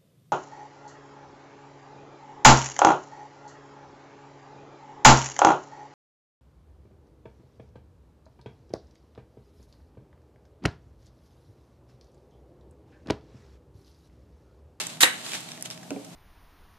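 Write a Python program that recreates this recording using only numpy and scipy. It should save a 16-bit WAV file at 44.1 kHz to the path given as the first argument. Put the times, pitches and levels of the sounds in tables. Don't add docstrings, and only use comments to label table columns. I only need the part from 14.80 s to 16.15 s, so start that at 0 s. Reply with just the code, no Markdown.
import sys
import numpy as np
from scipy import signal
from scipy.fft import rfft, irfft
from scipy.io import wavfile
from scipy.ndimage import map_coordinates

SR = 44100
rng = np.random.default_rng(int(sys.argv[2]) if len(sys.argv) > 2 else 0)


def pcm_store(signal):
    levels = np.round(np.clip(np.atleast_2d(signal), -1, 1) * 32767)
    wavfile.write(sys.argv[1], SR, levels.astype(np.int16).T)


def nominal_scale(level):
    x = np.asarray(level, float) / 20
    return 10 ** x


N = 59535


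def rms_one(x):
    return x / np.sqrt(np.mean(x ** 2) + 1e-20)


def in_time(rows):
    s, db = np.transpose(rows)
    return np.interp(np.arange(N) / SR, s, db)


def colour(x, points, share=1):
    size = 2 ** 17
    hz, db = np.transpose(points)
    bins_hz = np.arange(size // 2 + 1) * SR / size
    gain_db = share * np.interp(np.log(bins_hz + 1), np.log(hz + 1), db)
    cepstrum = irfft(gain_db * np.log(10) / 20)
    cepstrum = np.concatenate([cepstrum[:1], 2 * cepstrum[1:size // 2]])
    return irfft(rfft(x, size) * np.exp(rfft(cepstrum, size)))[..., :N]


def drift(rate_hz):
    r = np.exp(-2 * np.pi * rate_hz / SR)
    return rms_one(signal.lfilter([1], [1, -2 * r, r * r], rng.standard_normal(N + SR))[SR:])


def ring(x, hz, t60):
    r, w = nominal_scale(-60 / (t60 * SR)), 2 * np.pi * hz / SR
    return signal.lfilter([0, np.sin(w)], [1, -2 * r * np.cos(w), r * r], x + 1e-18)


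def pair(two, alike):
    alike = np.clip(alike, 0, 1)
    side = signal.sosfilt(signal.butter(1, 320, "high", fs=SR, output="sos"), two[1])
    shared = np.sqrt(1 + alike) * two[0]
    opposed = np.sqrt(1 - alike) * side * np.array([[1], [-1]])
    return (shared + opposed) / np.sqrt(2)


def grains(per_s, spread_db, spectrum, alike):
    sizes = nominal_scale(spread_db * np.minimum(rng.exponential(1, (2, N)), 5)) * rng.standard_normal((2, N))
    born = np.clip((per_s / SR - rng.random((2, N))) * 20, 0, 1)
    return rms_one(colour(pair(sizes * born, alike), spectrum))


def struck(blows, modes, scatter_db):
    out, own = np.zeros(N), rng.standard_normal((len(blows), len(modes)))
    for k, (hz, db, t60) in enumerate(modes):
        clicks = np.zeros(N)
        for j, (s, blow_db) in enumerate(blows):
            clicks[int(s * SR)] = nominal_scale(blow_db + db + scatter_db * own[j, k]) * (-1) ** k
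        out += ring(clicks, hz, t60)
    return out


# frequency in Hz, density in dB per Hz.
AIR_COLOUR = [(30, -43.5), (158, 0.5), (500, -15), (655, -8.5), (1400, -22), (7500, -24), (13800, -32.5),
              (15000, -56)]
# frequency in Hz, level in dB, line width in Hz.
HUM_LINES = [(124.7, -60.5, 4.7), (175, -55, 16), (244.3, -58, 6.5), (308.3, -59, 23), (634, -60, 34),
             (761, -68, 24)]


def room_tone():
    out = nominal_scale(-48.5) * rms_one(colour(pair(rng.standard_normal((2, N)), alike=0.25), AIR_COLOUR))
    for hz, db, width_hz in HUM_LINES:
        line = ring(rng.standard_normal((2, N + SR)), hz, 4.1 / width_hz)[:, SR:]
        out = out + nominal_scale(db) * rms_one(pair(line, alike=1))
    return out


# time in seconds, level in dB.
RUB_LEVEL = [(0, -27.5), (.025, -34.5), (.06, -40), (.13, -43), (.19, -53.5), (.36, -42), (.43, -43),
             (.465, -36.5), (.5, -38), (.55, -33), (.6, -42.5), (.68, -45.5), (.84, -53.5), (.857, -36.5),
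             (.895, -60), (.915, -39.5), (.97, -57), (1.35, -57)]
# frequency in Hz, density in dB per Hz.
RUB_COLOUR = [(300, -1), (900, 1), (2000, 1), (3700, 4.5), (5400, -1), (7500, 2), (13000, -12),
              (15000, -23)]


def rubbing():
    level_db = in_time(RUB_LEVEL) + 1.0 * drift(rate_hz=60)
    return nominal_scale(level_db) * grains(per_s=15000, spread_db=1.8, spectrum=RUB_COLOUR, alike=0.13)


SNAP_TIMES = [.0075, .016, .0682, .171, .464, .5188, .533, .547, .551, .568, .605, .689, .718, .762, .776,
              .8103, .8248, .8538, .858, .869, .877, .9028, .9103, .93, .943, .976, 1.03, 1.106, 1.247]
# peak in dB, pitch in Hz, length in seconds.
SNAPS = [(-24, 2800, 0.004), (-22, 3400, .005), (-19, 8000, .005), (-35, 3400, 0.0026), (-26, 5000, 0.0038),
         (-24, 3400, 0.00074), (-25, 2400, 0.0063), (-22, 2400, .002), (-23.5, 2000, 0.008),
         (-29.5, 2400, 0.0013), (-34, 9800, 0.0096), (-27.5, 4000, 0.0028), (-27, 4100, 0.0045),
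         (-36, 5500, .002), (-34, 2200, 0.0029), (-24.5, 6800, 0.0016), (-19, 9600, 0.0025),
         (-27.5, 7400, 0.0052), (-27.5, 3300, 0.0044), (-37, 9500, 0.0016), (-39, 7200, .002),
         (-19.5, 4900, 0.00099), (-24, 5400, 0.0059), (-44, 5600, .002), (-49, 6000, 0.0018),
         (-33, 3400, 0.0027), (-39, 1660, 0.0092), (-26.5, 2740, 0.0037), (-31.5, 7500, 0.0078)]
# frequency in Hz, density in dB per Hz.
SNAP_COLOUR = [(500, -49), (1500, -8), (3750, -40), (5300, 7), (7500, 4), (14800, -13)]


def snaps():
    trim_db, broad_db, ring_cycles = -1, 6.5, 7
    broad, tuned, t = np.zeros(N + SR), np.zeros(N + SR), np.arange(1500) / SR
    noise = rng.standard_normal((len(SNAPS), len(t)))
    noise[:, 0] = 3
    for s, (db, hz, length_s), crackle in zip(SNAP_TIMES, SNAPS, noise):
        burst = crackle * np.exp(-t / (abs(length_s) / 2))
        tone = ring(burst, hz, ring_cycles / hz)
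        i = int(s * SR)
        tuned[i:i + len(t)] += nominal_scale(db + trim_db) * tone / np.abs(tone).max()
        broad[i:i + len(t)] += nominal_scale(db + trim_db + broad_db) * burst / np.abs(burst).max()
    return tuned[:N] + colour(broad[:N], SNAP_COLOUR)


# time in seconds, level in dB.
TEAR_LEVEL = [
    (.2035, -33),
    (.2056, -40),
    (.2062, -16.5),
    (.217, -16.5),
    (.225, -16),
    (.232, -13),
    (.244, -20),
    (.256, -31.5),
    (.33, -59),
]
# frequency in Hz, density in dB per Hz.
TEAR_COLOUR = [(120, -28), (900, -2.5), (2000, 2.5), (3800, 1.5), (5300, 0.5), (7500, 3), (11000, -1.5),
               (14800, -8)]


def tearing():
    t = np.arange(N) / SR
    during = (t > TEAR_LEVEL[0][0]) * (t < TEAR_LEVEL[-1][0])
    cells = grains(per_s=14300, spread_db=2, spectrum=TEAR_COLOUR, alike=0.2)
    return nominal_scale(in_time(TEAR_LEVEL)) * during * cells


# time in seconds, level in dB.
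LANDINGS = [
    (.2322, -6),
    (.2345, -11.5),
    (.2415, -14.5),
]
# frequency in Hz, level in dB, t60 in seconds.
BOARD_MODES = [(319, -15, 0.043), (510, -21.5, 0.1), (746, -14, 0.041), (920, -19, 0.045),
               (1090, -9.5, 0.017), (1460, -6.5, 0.017), (1586, -8, 0.035), (1877, -4.5, 0.086),
               (2040, -5, 0.013), (2793, -4, 0.04), (2920, -3.5, 0.013), (3810, 0.5, 0.012),
               (4470, -6, .01)]


def landing():
    return struck(LANDINGS, BOARD_MODES, scatter_db=2.5)


# frequency in Hz, density in dB per Hz.
SPLIT_COLOUR = [(100, -20), (300, -4.5), (900, -10), (1900, 5.5), (3000, -6.5), (5500, -20), (8000, -7),
                (14800, -27)]


def splitting():
    start_s, start_db, t60_s = .234, -16, 0.23
    t = np.arange(N) / SR
    level_db = start_db - 60 * np.abs(t - start_s) / t60_s
    cells = grains(per_s=7700, spread_db=2, spectrum=SPLIT_COLOUR, alike=0.2)
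    return nominal_scale(level_db) * (t > start_s) * cells


# time in seconds, level in dB.
KNOCKS = [
    (1.1065, -27),
    (1.1145, -27),
    (1.141, -38),
    (1.162, -31),
    (1.19, -48.5),
]
# frequency in Hz, level in dB, t60 in seconds.
COUNTER_MODES = [(183, -12, .1), (280.3, -5, 0.25), (360, -8.5, 0.034), (420, -8, 0.14), (464, -6, 0.046),
                 (536.5, -13, 0.23), (596, -3, 0.033), (748.5, -13.5, 0.094), (828, -22, 0.045),
                 (980, -9.5, 0.027), (1420, -10, 0.016), (2330, -17, .015)]


def knocking():
    return struck(KNOCKS, COUNTER_MODES, scatter_db=4.5)


def kitchen(x):
    t60_s, wall_cut_hz = 0.35, 3800
    t = np.arange(SR // 2) / SR
    echoes = pair(rng.standard_normal((2, len(t))), alike=0) * nominal_scale(-60 * t / t60_s) * (t > .004)
    echoes = signal.sosfilt(signal.butter(1, wall_cut_hz, fs=SR, output="sos"), echoes)
    return signal.fftconvolve(x[None], echoes / np.sqrt(np.sum(echoes[0] ** 2)), axes=1)[:, :N]


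# frequency in Hz, left minus right in dB.
PORT_COLOUR = [(100, -10.5), (400, 0), (1000, -5), (2400, 2), (4500, 2.5), (8000, -6.5), (14800, -3.5)]


def ports(near, lag_s):
    left = colour(near[0], PORT_COLOUR, share=0.82)
    left = map_coordinates(left, [np.arange(N) - lag_s * SR])
    return np.array([left, colour(near[1], PORT_COLOUR, share=-0.46)])


def scene():
    chop = tearing() + splitting() + landing()
    handling = rubbing() + snaps() + knocking()
    direct = ports(chop, lag_s=0.00024) + ports(handling, lag_s=.00007)
    echoes = nominal_scale(-13.5) * kitchen((chop + handling).mean(axis=0))
    return direct + echoes + room_tone()


def low_pass(x):
    return signal.sosfilt(signal.butter(12, 15360, fs=SR, output="sos"), x)


def record(dry):
    heard = signal.sosfilt(signal.cheby2(10, 50, 15500, fs=SR, output="sos"), dry)
    heard = signal.sosfilt(signal.butter(2, 103, "high", fs=SR, output="sos"), heard)
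    overloaded = np.clip(heard, -1.0, 1.0)
    return low_pass(overloaded)


dry = scene()
out = record(dry)
pcm_store(out)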